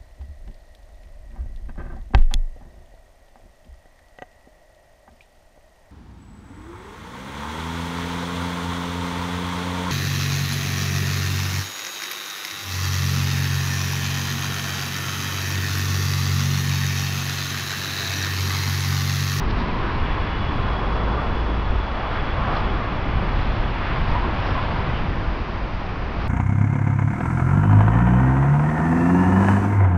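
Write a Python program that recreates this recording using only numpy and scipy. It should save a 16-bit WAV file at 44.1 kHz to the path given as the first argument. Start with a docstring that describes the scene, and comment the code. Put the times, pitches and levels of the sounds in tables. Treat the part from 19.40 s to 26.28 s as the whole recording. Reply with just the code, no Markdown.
"""Inline skates rolling on an asphalt pavement beside a busy street, from a microphone on the skater.
Close up, the stony surface drums the wheels into a rumble; they crackle over sand, scuff on grit and
tick on a stone, while the air of the ride buffets the muffled mono microphone. Off to the side, car
tyres swish past in waves and an engine drones in swells. A thin fuzzy whistle hangs over the traffic
and fades; distant traffic lies behind it all."""
import sys
import numpy as np
from scipy import signal
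from scipy.fft import rfft, irfft
from scipy.io import wavfile
from scipy.ndimage import uniform_filter1d

SR = 44100
rng = np.random.default_rng(int(sys.argv[2]) if len(sys.argv) > 2 else 0)


def store_wav(level_fs):
    """Save 16-bit WAV to argv[1]."""
    pcm = np.round(np.clip(np.atleast_2d(level_fs), -1, 1) * 32767)
    wavfile.write(sys.argv[1], SR, pcm.T.astype(np.int16))


N = 303408
T = np.arange(N) / SR

# how hard the wheels bear on the asphalt: t/s, relative level/dB
WHEEL_LOAD = [(0, -30.5), (1.35, -33), (1.85, -30.5), (2.35, -33.5), (2.9, -37.5), (3.25, -30.5),
              (3.55, -33.5), (3.85, -30.5), (4.1, -36), (5.5, -33.5), (6.5, -36.5), (6.88, -34.5)]
# spectra of wheel rumble, crushed sand and dust: f/Hz, relative level/dB
WHEEL_SPECTRUM = [(60, -22), (130, -6), (200, 0.5), (270, -4), (350, -4), (450, -8), (650, -25.5),
                  (1000, -12.5), (2000, -24), (5000, -81.5)]
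SAND_SPECTRUM = [(1500, -4), (3000, 7), (3900, 7), (4900, -0.5), (5500, -6), (6200, -20.5), (7000, -23.5),
                 (8000, -39.5), (11500, -37.5), (12800, -49), (16000, -78)]
DUST_SPECTRUM = [(5000, -20), (8000, -5.5), (10000, 1), (11000, 5.5), (12000, -5.5), (13000, -16.5),
                 (16000, -57)]
# wheels droning on rough spots, scuffing, faintly squeaking: t/s, half-length/s, level/dB, f/Hz, width/Hz
ROUGH_SPOTS = [(.21, 0.11, -30, 234, 140), (.45, 0.1, -32.5, 377, 240), (1.65, 0.89, -36, 440, 260),
               (2.11, 0.046, -29, 340, 240), (3.14, 0.078, -31.5, 736, 320), (3.23, 0.076, -32.5, 310, 140),
               (4.88, .09, -30, 350, 150)]
WHEEL_SCUFFS = [(.062, .03, -54, 4800, 1600), (.108, .025, -44, 3600, 2190), (.2, .11, -55, 4570, 3200),
                (.49, 0.14, -33, 1300, 800), (1.555, .036, -52, 4470, 2200), (2.76, 0.093, -36, 1640, 900),
                (3.16, .1, -50, 4570, 1700), (4.53, 0.13, -43, 2600, 900), (4.715, 0.035, -58, 6000, 1410),
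                (5.08, 0.16, -52, 5000, 1700), (5.57, .1, -42, 2900, 900)]
WHEEL_SQUEAKS = [(1.997, .022, -74, 7350, 350), (3.74, .026, -76, 12000, 260),
                 (4.415, .03, -82, 11700, 800)]
# loose sand underfoot: t/s, half-length/s, sand level/dB, dust level/dB
SANDY_SPOTS = [(0.197, 0.03, -43, -79), (0.418, 0.1, -50, -96), (1.203, 0.27, -53.5, -83),
               (1.855, .15, -55, -81.5), (2.78, 0.095, -55.5, -84), (3.204, 0.14, -50, -88),
               (4.053, 0.16, -48, -100), (4.68, .17, -48, -100), (5.166, 0.22, -48.5, -100),
               (5.8, 0.75, -53.5, -104), (6.848, .05, -47, -90)]
# a wheel clips a stone: t/s, crunch level/dB, ring level/dB
STONE_HITS = [(.104, -42, -46), (.1105, -36.5, -44), (3.1685, -42, -34), (4.7144, -47, -48),
              (5.0694, -46, -44)]
# modes of the skate's frame: f/Hz, relative level/dB, t60/s
SKATE_MODES = [(3774, -7, .031), (4200, 4, .026), (4570, -4, .024), (5000, -8, .036), (5250, -10, .029)]
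# airflow over the microphone: t/s, relative level/dB
MIC_AIRFLOW = [(0, -31.5), (1.0, -27), (2.0, -31), (2.5, -35), (3.1, -26), (3.55, -30), (4.0, -26.5),
               (5.1, -26.5), (5.7, -25), (6.05, -32), (6.55, -32), (6.88, -26)]
# gusts on top of it: t/s, half-length/s, buffet level/dB, flutter level/dB
MIC_GUSTS = [(0.083, 0.073, -21.5, -27.5), (0.594, 0.18, -24, -41), (1.194, 0.064, -24, -28),
             (1.922, 0.062, -24, -40), (2.347, 0.082, -23.5, -46), (2.844, 0.15, -25, -44),
             (3.292, 0.07, -22, -39), (3.75, 0.057, -22, -40), (4.002, 0.094, -22, -32),
             (4.207, 0.057, -22.5, -33), (4.69, 0.15, -23.5, -31.5), (5.918, 0.038, -22, -42)]
# spectra of large and small eddies: f/Hz, relative level/dB
BUFFET_SPECTRUM = [(0, -38.5), (5, -8), (18, -1), (35, 1.5), (52, -2.5), (70, -5), (110, -19.5), (200, -32),
                   (1200, -93.5)]
FLUTTER_SPECTRUM = [(40, -8), (75, 3.5), (100, 3.5), (150, -2.5), (200, -8), (300, -14), (1200, -82.5)]
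# cars going by: nearest t/s, time to cover their own distance/s, roar/dB, hiss/dB, ring/dB, tread f/Hz
CAR_PASSES = [(.3, 0.32, -46.5, -38.5, -35.5, 1010), (.8, 0.4, -42, -37, -39, 1057),
              (1.35, .22, -34, -46, -36.5, 1073), (1.72, 0.34, -33.5, -47, -38, 1012),
              (2.61, 0.074, -31.5, -43.5, -36.5, 880), (2.76, .1, -33.5, -36, -46, 1075),
              (3.13, 0.18, -31, -36, -34, 1106), (3.87, 0.52, -33.5, -38, -48.5, 1000),
              (4.49, 0.13, -36, -33.5, -42, 1125), (4.75, 0.078, -34, -39.5, -33, 943),
              (5.05, 0.16, -32.5, -35.5, -45, 1010), (5.22, 0.13, -33.5, -39.5, -37, 992),
              (5.48, 0.16, -35.5, -37.5, -43, 1080), (5.85, 0.37, -42.5, -45, -44, 1105),
              (6.95, 0.11, -32, -40, -41, 1023)]
# spectra of tyre roar and tyre hiss: f/Hz, relative level/dB
ROAR_SPECTRUM = [(150, -19.5), (400, -9), (560, 0), (750, 1.5), (1000, 0), (1250, -1), (1500, -7),
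                 (2000, -15), (3200, -26), (7000, -71)]
HISS_SPECTRUM = [(600, -8.5), (1200, 0), (1700, 2), (2200, -0.5), (2800, -4), (3300, -8.5), (4000, -16),
                 (5000, -21), (8000, -80)]
# a tread briefly sings out of the roar: t/s, half-length/s, level/dB, f/Hz, width/Hz
TYRE_NOTES = [(.3, .25, -37, 995, 110), (1.77, 0.094, -35, 1170, 70), (2.61, .08, -38, 850, 120),
              (3.02, .12, -38, 1080, 110), (3.15, 0.13, -33, 1206, 130), (3.42, .2, -37, 1130, 200),
              (4.59, .11, -33, 1065, 80), (4.76, .1, -30, 955, 110), (4.845, 0.057, -29.5, 1040, 110),
              (4.97, 0.084, -40, 1200, 110), (5.14, .22, -43, 1715, 55), (5.18, 0.092, -32, 1010, 130),
              (5.35, .12, -35, 945, 80)]
# a nearby engine comes through: t/s, half-length/s, level/dB
EXHAUST_SWELLS = [(1.6, 0.25, -24.5), (2.187, 0.18, -24.5), (3.002, 0.052, -23), (5.503, 0.21, -34),
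                  (6.62, 0.18, -33)]
# the whistle's close modes: f/Hz, width/Hz, relative level/dB, fade/(dB/s)
WHISTLE_RESONANCES = [(2945, 60, -11.5, 1.4), (2992, 34, -7.5, .5), (3335, 52, -4.5, 1.5),
                      (3388, 48, -.3, 1.2), (3428, 38, -7.5, .7)]
# one mode or another flares up: t/s, half-length/s, level/dB, f/Hz, width/Hz
MODE_FLARES = [(.82, 0.15, -45, 3370, 50), (1.02, .25, -48, 2960, 70), (1.07, 0.23, -48, 3410, 45),
               (1.36, 0.24, -46.5, 3308, 50), (1.82, .2, -52, 3390, 40), (1.97, .25, -52.5, 2950, 70),
               (2.13, .2, -52, 3310, 50), (2.87, 0.27, -51, 3410, 50), (3.25, 0.35, -52, 3370, 55),
               (3.72, 0.37, -57, 3012, 35)]
# spectrum of distant traffic: f/Hz, relative level/dB
STREET_SPECTRUM = [(20, -8.5), (60, 3), (200, -1.5), (450, -3), (1000, -6), (1600, -13), (2600, -15.5),
                   (3500, -25.5), (4900, -27.5), (6000, -35), (8000, -61.5), (14000, -75)]


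def wheels():
    """Right below the microphone, the asphalt's stones drum on wheels that throb faintly as they turn."""
    load_db, = follow(WHEEL_LOAD)
    turns_per_s = 20 * (1 + 0.033 * wander(1.6))
    turns = np.cumsum(turns_per_s) / SR
    throb = 1 + 0.067 * np.cos(2 * np.pi * 2 * turns)  # twice a turn
    drumming = stones(per_s=6000, spread_db=1) * throb
    rumble = steadied(colour(drumming, WHEEL_SPECTRUM), seconds=0.44)
    return gain_of(load_db - 1) * rumble + bursts(ROUGH_SPOTS)


def grit():
    """Sand crushed under the wheels crackles, dust sizzles above it; pinched grains, perhaps, squeak."""
    s, half, sand_db, dust_db = np.transpose(SANDY_SPOTS)
    crackle = colour(stones(per_s=3500, spread_db=2), SAND_SPECTRUM)
    sand = swells(s, half, sand_db, base_db=-47.5 - 1.55 * T) * crackle
    dust = swells(s, half, dust_db, base_db=-88.5 - 0.5 * T) * colour(noise(), DUST_SPECTRUM)
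    return gain_of(.5 * wander(40)) * sand + gain_of(2.5 * wander(18)) * dust + bursts(WHEEL_SQUEAKS)


def scuffs():
    """A wheel scrapes briefly on grit."""
    return bursts(WHEEL_SCUFFS)


def ticks():
    """A stone crunches under a wheel and the skate's frame rings for a moment."""
    half_s, crunch_hz, width_hz = .004, 3500, 3000
    out = bursts([(s, half_s, db, crunch_hz, width_hz) for s, db, _ in STONE_HITS])
    t = np.arange(SR // 10) / SR
    attack = np.minimum(2 * t / half_s, 1)
    for s, _, ring_db in STONE_HITS:
        ring = sum(gain_of(db - 60 * t / t60) * np.sin(2 * np.pi * (hz * t + rng.random()))
                   for hz, db, t60 in SKATE_MODES)
        start = round((s - half_s / 2) * SR)
        out[start:start + len(t)] += gain_of(ring_db) * attack * ring
    return out


def wind():
    """The skater's speed keeps large and small eddies beating on the microphone; gusts add to both."""
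    air_db, = follow(MIC_AIRFLOW)
    s, half, buffet_db, flutter_db = np.transpose(MIC_GUSTS)
    large_eddies = steadied(colour(noise(), BUFFET_SPECTRUM), seconds=0.14)
    small_eddies = steadied(colour(noise(), FLUTTER_SPECTRUM), seconds=0.18)
    buffet = swells(s, half, buffet_db, base_db=-19.5 + 0.28 * air_db) * large_eddies
    flutter = swells(s, half, flutter_db, base_db=air_db - 1) * small_eddies
    return sum(eddies * gain_of(wander(11)) for eddies in (buffet, flutter))  # about 1 dB of turbulence


def cars():
    """Out on the road, tyres roar, hiss and ring; each car swells as it nears and drops in pitch."""
    falloff, doppler_share, far_tread_hz = 1.185, 0.034, 1070
    roar_power, hiss_power, ring_power = gain_of([-39.5, -42, -51.5]) ** 2  # cars farther off
    weighted_hz = ring_power * far_tread_hz
    for s, pass_s, roar_db, hiss_db, ring_db, tread_hz in CAR_PASSES:
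        along = (T - s) / pass_s
        distance = np.sqrt(1 + along ** 2)  # 1 at the nearest point
        nearness = distance ** (-2 * falloff)
        roar_power += nearness * gain_of(roar_db) ** 2
        hiss_power += nearness * gain_of(hiss_db) ** 2
        own_ring = nearness * gain_of(ring_db) ** 2
        ring_power += own_ring
        weighted_hz += own_ring * tread_hz * (1 - doppler_share * along / distance)
    pitch_hz = weighted_hz / ring_power  # the loudest car leads the pitch
    tread = steadied(resonate(noise(), pitch_hz, width_hz=302), seconds=0.25)
    tread += gain_of(-10.5) * resonate(noise(), 1.335 * pitch_hz, width_hz=430)
    roar = np.sqrt(roar_power) * colour(noise(), ROAR_SPECTRUM)
    hiss = np.sqrt(hiss_power) * colour(noise(), HISS_SPECTRUM)
    return np.sqrt(ring_power) * tread + roar + hiss + bursts(TYRE_NOTES)


def engine():
    """A nearby exhaust: a low, slightly uneven note with a weak overtone, slowly sagging."""
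    hz = (55.2 - .9 * T) * (1 + 0.048 * wander(6.9))
    phase = 2 * np.pi * np.cumsum(hz) / SR
    level = swells(*np.transpose(EXHAUST_SWELLS), base_db=-38.5) * gain_of(0.95 * wander(6.3))
    return level * unit_rms(np.sin(phase) + gain_of(-17.5) * np.sin(2 * phase))


def whistle():
    """Over the traffic, close modes beat and flare, perhaps a dragging brake; a faint whine takes over."""
    start_s, attack_s, end_s, release_s = .57, .06, 6.1, 1
    age = T - start_s
    gate = np.clip(age / attack_s, 0, 1) * np.clip((end_s - T) / release_s, 0, 1)
    bend = 1 + 0.0012 * (T - 1.7) ** 2  # the pitch sags until 1.7 s, then rises
    ring = 0
    for hz, width_hz, db, fade in WHISTLE_RESONANCES:
        drifting_hz = hz * (bend + 0.0023 * wander(2.2))
        mode = steadied(resonate(noise(), drifting_hz, width_hz), seconds=0.066)
        ring += gain_of(db - fade * age + 0.4 * wander(3.5)) * mode
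    whine_level = gain_of(-64) * np.exp(-((T - 6) / .55) ** 2 / 2)
    whine = whine_level * resonate(noise(), hz=4840, width_hz=72)
    return gain_of(-49) * gate * ring + bursts(MODE_FLARES) + whine


def street():
    """The even wash of traffic in the far distance."""
    return gain_of(-34.5) * colour(noise(), STREET_SPECTRUM)


def gain_of(db):
    """Decibels to amplitude."""
    return 10 ** (np.asarray(db) / 20)


def unit_rms(x):
    """Scales to an rms of one."""
    return x / np.sqrt(np.mean(x ** 2) + 1e-20)


def follow(rows):
    """One curve over the whole time for each column after the first."""
    s, *columns = np.transpose(rows)
    return [np.interp(T, s, column) for column in columns]


def colour(x, spectrum):
    """Gives x a spectrum drawn on a log-frequency axis, at unit rms."""
    hz, db = np.transpose(spectrum)
    bins = np.fft.rfftfreq(N, 1 / SR)
    curve_db = np.interp(np.log(bins + 1), np.log(hz + 1), db)
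    return unit_rms(irfft(rfft(x) * gain_of(curve_db), N))


def noise():
    """White noise."""
    return rng.standard_normal(N)


def wander(rate_hz):
    """A smooth random curve of unit rms, moving at up to about the given rate."""
    bins = np.fft.rfftfreq(N, 1 / SR)
    slow = np.exp(-(bins / rate_hz) ** 2) * (bins > 0)
    return unit_rms(irfft(rfft(noise()) * slow, N))


def steadied(x, seconds):
    """Evens out swells slower than the given time."""
    power = uniform_filter1d(x ** 2, int(seconds * SR))
    return x / np.sqrt(uniform_filter1d(power, SR // 40) + 1e-9)


def resonate(x, hz, width_hz):
    """A steep resonance that can follow a moving centre, at unit rms."""
    carrier = np.exp(2j * np.pi * np.cumsum(hz * np.ones(len(x))) / SR)
    r = np.exp(-np.pi * width_hz / SR)
    envelope = signal.lfilter([(1 - r) ** 2], [1, -2 * r, r * r], x / carrier)
    return unit_rms((carrier * envelope).real)


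def stones(per_s, spread_db):
    """Tiny impacts of uneven size at random moments."""
    size = gain_of(spread_db * np.minimum(rng.exponential(1, N), 4))
    return unit_rms(size * np.sign(noise()) * (rng.random(N) < per_s / SR))


def bursts(rows):
    """Short noises, each swelling and fading in one resonance."""
    out = np.zeros(N)
    for s, half, db, hz, width_hz in rows:
        at = np.flatnonzero(abs(T - s) < half)
        swell = np.cos(np.pi / 2 * (T[at] - s) / half) ** 4
        out[at] += gain_of(db) * swell * resonate(noise()[at], hz, width_hz)
    return out


def swells(times, half_lengths, levels_db, base_db):
    """Amplitude of a base level with bell-shaped swells on top; their powers add."""
    bells = sum(gain_of(db) ** 2 * np.exp(-((T - s) / half) ** 2)
                for s, half, db in zip(times, half_lengths, levels_db))
    return np.sqrt(gain_of(base_db) ** 2 + bells)


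def scene():
    """At the skater's microphone: air right on it, skates just below, traffic off to the side."""
    air = wind()
    dull = signal.cheby1(8, .5, 5700, fs=SR, output="sos")  # scuffs and ticks are dull above 5700 Hz
    skates = wheels() + grit() + signal.sosfilt(dull, scuffs() + ticks())
    traffic = cars() + engine() + whistle() + street()
    return (skates + air + traffic)[None]


def record(dry):
    """The recorder's band limit, with soft ends."""
    top_hz, fade_s = 12900, .003
    ends = np.minimum(np.minimum(T, T[::-1]) / fade_s, 1)
    lowpass = signal.firwin(511, top_hz, window=("kaiser", 9), fs=SR)
    return signal.oaconvolve(dry * ends, lowpass[None], "same")


dry = scene()
out = record(dry)
store_wav(out)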